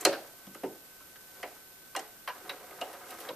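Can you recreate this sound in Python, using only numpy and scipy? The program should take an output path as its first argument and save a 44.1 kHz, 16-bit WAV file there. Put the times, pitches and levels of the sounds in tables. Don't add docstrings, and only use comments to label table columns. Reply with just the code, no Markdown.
import sys
import numpy as np
from scipy import signal
from scipy.fft import rfft, irfft
from scipy.io import wavfile
from scipy.ndimage import uniform_filter1d

SR = 44100
rng = np.random.default_rng(int(sys.argv[2]) if len(sys.argv) > 2 else 0)


def inscribe(sig):
    pcm = np.round(np.clip(np.atleast_2d(sig).T, -1, 1) * 32767)
    wavfile.write(sys.argv[1], SR, pcm.astype(np.int16))


N = 147735

BAND_EDGES = [130, 290, 480, 850, 1500, 2800, 5500, 9000, 14500]
# t/s, level/dB, eight band levels/dB added to that level, rattle length/s,
# case f/Hz and metal f/Hz (modes near these two pitches ring most)
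BLOWS = [(0.0085, -32, -33, -21, -23, -48, -19.5, -36, -10, -12, 0.0094, 730, 7250),
         (0.05, -6, -35, -21.5, -20, -23.5, -19.5, -15.5, -17.5, -23, 0.0022, 676, 4340),
         (0.065, -17.5, -31, -12.5, -10, -16.5, -24, -27, -25, -38, 0.0045, 576, 1890),
         (0.126, -26.5, -30, -26, -11, -14.5, -16.5, -17, -45, -30, 0.015, 616, 1670),
         (0.467, -42.5, -6, -18.5, -17, -18, -22, -16.5, -20, -22, 0.0023, 189, 3300),
         (0.546, -40, -22, -17.5, -15.5, -11, -14.5, -17, -16, -15, 0.0017, 1330, 1990),
         (0.633, -23, -13.5, -10, -11.5, -25, -26, -33, -40, -35, 0.013, 392, 302),
         (1.003, -48.5, -20, -21, -17, -11, -19, -24, -30, -30, 0.008, 600, 1320),
         (1.157, -46, -35, -26, -22, -14.5, -11, -17, -26, -30, 0.0033, 1240, 1620),
         (1.429, -23.5, -38, -26, -16.5, -22.5, -16, -23, -34, -33, 0.0063, 706, 2000),
         (1.95, -36, -35, -42, -8.5, 0.5, -5.5, -11, -25, -18, 0.00091, 1060, 1810),
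         (1.962, -26.5, -40, -23.5, -11, -18, -11.5, -11.5, -11.5, -20, 0.0054, 740, 1945),
         (1.992, -31, -34, -31, -12.5, -21, -13.5, -15.5, -15.5, -25, 0.005, 727, 2000),
         (2.275, -30, -52, -46, -14.5, -4.5, -8.5, -13.5, -35, -22, 0.003, 1090, 1700),
         (2.285, -30, -44, -42, -20, -13, -11.5, -18, -41, -23, 0.012, 985, 1660),
         (2.493, -25.5, -35, -27, -17.5, -17.5, -13.5, -12, -32, -27, 0.0073, 545, 3995),
         (2.708, -41, -36, -21, -9, -30, -14.5, -20, -24, -20, 0.0034, 720, 2050),
         (2.812, -25, -37, -27.5, -9.5, -18.5, -17, -14, -23.5, -36, 0.0029, 730, 2930),
         (2.929, -40.5, -36, -32, -12, -16, -16, -17.5, -21, -14.5, 0.0073, 550, 1790),
         (3.103, -40, -25, -35, -13, -24, -18, -15, -23, -10, 0.017, 710, 2670),
         (3.202, -36, -34, -29, -15, -28, -28, -18.5, -25, -13.5, 0.019, 335, 2400),
         (3.287, -27.5, -31.5, -29, -12, -18.5, -19, -15, -31, -31, 0.0033, 521, 3620),
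         (3.3, -32.5, -20.5, -18.5, -24, -10, -34, -39, -33, -38, 0.0033, 970, 2130)]
# f/Hz, level/dB, fade time/s (the time to fall by 60 dB)
CASE_MODES = [(193, -16.5, 0.15), (272.3, -3, 0.14), (327.5, -2, 0.27), (385.2, 2, 0.21),
              (432.5, -3.5, 0.36), (504, 2.5, 0.1), (558.6, 0.5, 0.26), (615, -2, 0.19), (723, 0.5, 0.088),
              (781, -4, 0.13), (915, -8, 0.16), (993.4, 0.5, 0.12), (1041, 9.5, 0.02), (1259, 5.5, 0.07),
              (1348, -6.5, 0.21)]
# f/Hz, level/dB, fade time/s
METAL_MODES = [(1613, 8, 0.056), (1690, -14, 0.02), (1868, 6.5, 0.036), (1965, 4.5, 0.067),
               (2161, 9.5, 0.049), (2845, -0.5, 0.079), (2885, -1, 0.039), (3137, 5, 0.032),
               (3860, -2, 0.048), (4150, -6, 0.063), (4640, -12, 0.04), (4670, -20, 0.031),
               (6500, -22, 0.025), (7960, -36, 0.015)]
CRACK_LEVELS = [-44, -7.5, -4, -4.5, 11.5, 0, 13, 34]
CRACK_FADES = [0.21, 0.13, 0.11, 0.1, 0.055, 0.039, 0.023, 0.022]
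CRACK_WIDTHS = [-28, -21, -19, -15, -12, -7, -6, -3.5]
ECHO_LEVELS = [-3, -3, -8.5, -9.5, -12, -16, -12, -10]
ECHO_FADES = [0.31, 0.35, 0.47, 0.42, 0.41, 0.4, 0.22, 0.11]
# t/s, rub level/dB, rustle level/dB (the first two rows hold a low
RUB_LEVELS = [(0.0,-50.5,-50.5), (0.05,-49,-50.5), (0.3,-61,-56.5), (0.8,-65.5,-57.5), (1.2,-66,-57.5),
              (1.4,-57,-54.5), (1.68,-67.5,-58.5), (2.3,-63.5,-58), (2.42,-51.5,-54.5), (2.62,-50,-56.5),
              (2.9,-48,-54), (3.03,-52.5,-57), (3.09,-51.5,-50), (3.17,-48.5,-52), (3.23,-45,-50),
              (3.28,-46,-52.5), (3.35,-70,-60)]
# f/Hz, level/dB
RUB_COLOUR = [(88, -35), (150, -7.5), (530, 2.5), (651, -3), (721, 1.5), (835, 0), (1300, 1), (1420, 1),
              (5000, -24.5), (6500, -52), (11000, -120)]
# f/Hz, level/dB
HISS_COLOUR = [(25, -11), (60, -9.5), (130, -8), (300, -7.5), (600, -10), (1200, -13.5), (3000, -19.5),
               (7000, -21.5), (9000, -16.5), (10500, -24.5), (12500, -13), (14200, -9.5)]
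# f/Hz, level/dB
HISS_WIDTH = [(60, -9), (110, -4.5), (200, -1.5), (380, -2), (700, -3), (1290, 1), (2380, 2), (4400, 4.5),
              (8120, 6), (15000, 1)]
# f/Hz, average level/dB
THIN_TONES = [(1529, -65), (11806, -64.5)]

SIDE = np.array([[1], [-1]])


def knocks():
    scatter_db, nearest_db, nearest_octaves = 2, 19, 0.12
    push_cycles, crisp_hz = 0.63, 4100
    t = np.arange(SR // 2) / SR
    out = np.zeros((2, N + len(t)))
    head = int(.012 * SR)
    mode_hz = np.array(CASE_MODES + METAL_MODES)[:, 0]
    for start_s, level_db, *band_db, rattle_s, case_hz, metal_hz in BLOWS:
        chance = rng.standard_normal((6, len(t)))
        rattle = chance[0] * undb(5.4 * chance[1]) * np.exp(-t / rattle_s)
        rattle[0] += np.abs(rattle).max()
        noise, nearness = chance[2:], 0
        for hz in (case_hz, metal_hz):
            nearness += np.exp(-(np.log2(mode_hz / hz) / nearest_octaves) ** 2)
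            noise = noise + 2.37 * signal.lfilter(*signal.iirpeak(hz, Q=7, fs=SR), noise)
        ringing = machine_ring(t, scatter_db * chance[1, -len(mode_hz):] + nearest_db * nearness)
        metal = signal.fftconvolve(rattle, ringing)[:len(t)]
        start = int(start_s * SR)
        for k, low_hz in enumerate(BAND_EDGES[:-1]):
            case = ringing * (1 - np.exp(-t * low_hz / push_cycles))
            modes = band(case if low_hz < METAL_MODES[0][0] / 2 else metal, k)
            crack_mid, crack_side = crack(t, noise[:2], k, rattle_s * min(1, crisp_hz / low_hz))
            mid = modes / np.abs(modes).max() + crack_mid
            direct = (mid + undb(CRACK_WIDTHS[k]) * crack_side * SIDE) / rms(mid[:head])
            echo = room_echo(t, noise[2:], k)
            out[:, start:start + len(t)] += undb(level_db + band_db[k]) * (direct + echo)
    return out[:, :N]


def machine_ring(t, boost_db):
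    hz, db, fade_s = np.array(CASE_MODES + METAL_MODES).T[:, :, None]
    gain = undb(db + boost_db[:, None]) * (-1.) ** np.arange(len(hz))[:, None]
    return np.sum(gain * np.sin(2 * np.pi * hz * t) * fade(t, fade_s), axis=0)


def crack(t, noise, k, rattle_s):
    power = signal.lfilter([1], [1, -np.exp(-2 / SR / rattle_s)], fade(t, CRACK_FADES[k]) ** 2)
    burst = band(noise * np.sqrt(power), k)
    return undb(CRACK_LEVELS[k]) * burst / np.abs(burst[0]).max()


def room_echo(t, noise, k, rise_s=0.0036):
    tail = band(noise, k)
    mid, side = tail / tail.std() * fade(t, ECHO_FADES[k]) * (1 - np.exp(-t / rise_s))
    return undb(ECHO_LEVELS[k]) * (mid + undb(CRACK_WIDTHS[k] + 7) * side * SIDE)


def cloth_drag():
    bed_hz, bed_boost_db = 725, 7.5
    grain_db, ring_db, rub_side_db, rustle_hz = 3, 2, -17, 2460
    times, rub_db, rustle_db = np.array(RUB_LEVELS).T
    t = np.arange(N) / SR
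    grains = rng.standard_normal((2, N)) * undb(grain_db * wander(150) + 1.4 * wander(42.72))
    under_cloth = np.abs(np.array(CASE_MODES + METAL_MODES)[:, 0] - bed_hz) < 20
    ringing = signal.fftconvolve(grains[0], machine_ring(t[:SR // 2], bed_boost_db * under_cloth))[:N]
    shape = lambda x: unit(colour(x, lambda hz: level_at(RUB_COLOUR, hz)))
    rub = unit(shape(grains[1]) + undb(ring_db) * shape(ringing)) * undb(np.interp(t, times, rub_db))
    fibres = rng.standard_normal((2, N)) * undb(1.74 * wander(700))
    rustle = colour(fibres, lambda hz: 20 * np.log10(np.minimum(hz / rustle_hz + .001, 1)))
    rustle = unit(rustle) * undb(np.interp(t, times, rustle_db))
    side = undb(rub_side_db) * np.roll(rub, SR // 50) + 0.58 * rustle[1]
    return rub + rustle[0] + side * SIDE


def thin_tones(pitch_drift=0.0003, waver_db=1.5):
    out = np.zeros(N)
    for hz, db in THIN_TONES:
        cycles = np.cumsum(hz * (1 + pitch_drift * wander(6.2))) / SR
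        out += np.sqrt(2) * undb(db + waver_db * wander(30.14)) * np.sin(2 * np.pi * cycles)
    return out


def hiss(level_db=-54.5):
    mid = colour(rng.standard_normal(N), lambda hz: level_at(HISS_COLOUR, hz))
    side = colour(rng.standard_normal(N), lambda hz: level_at(HISS_COLOUR, hz) + level_at(HISS_WIDTH, hz))
    return (mid + side * SIDE) * undb(level_db) / mid.std()


def undb(db):
    return 10 ** (np.asarray(db) / 20)


def rms(x):
    return np.sqrt(np.mean(x ** 2))


def unit(x):
    return x / rms(x)


def level_at(table, hz):
    table_hz, db = np.array(table).T
    return np.interp(np.log(hz + 1), np.log(table_hz), db)


def colour(x, db_of):
    return irfft(rfft(x) * undb(db_of(np.fft.rfftfreq(N, 1 / SR))), N)


def band(x, k):
    return signal.sosfilt(signal.butter(3, BAND_EDGES[k:k + 2], "band", fs=SR, output="sos"), x)


def fade(t, fade_s):
    return np.exp(-np.log(1000) * t / fade_s)


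def wander(rate_hz):
    hold = int(SR / rate_hz)
    steps = np.repeat(rng.standard_normal(N // hold + 1), hold)
    return unit(uniform_filter1d(uniform_filter1d(steps, hold), hold)[:N])


def scene(left_minus_right_db=-0.7):
    return (knocks() + cloth_drag() + hiss() + thin_tones()) * undb(SIDE * left_minus_right_db / 2)


def record(dry, top_hz=14300):
    return signal.sosfilt(signal.ellip(12, .3, 80, top_hz, fs=SR, output="sos"), dry)


dry = scene()
out = record(dry)
inscribe(out)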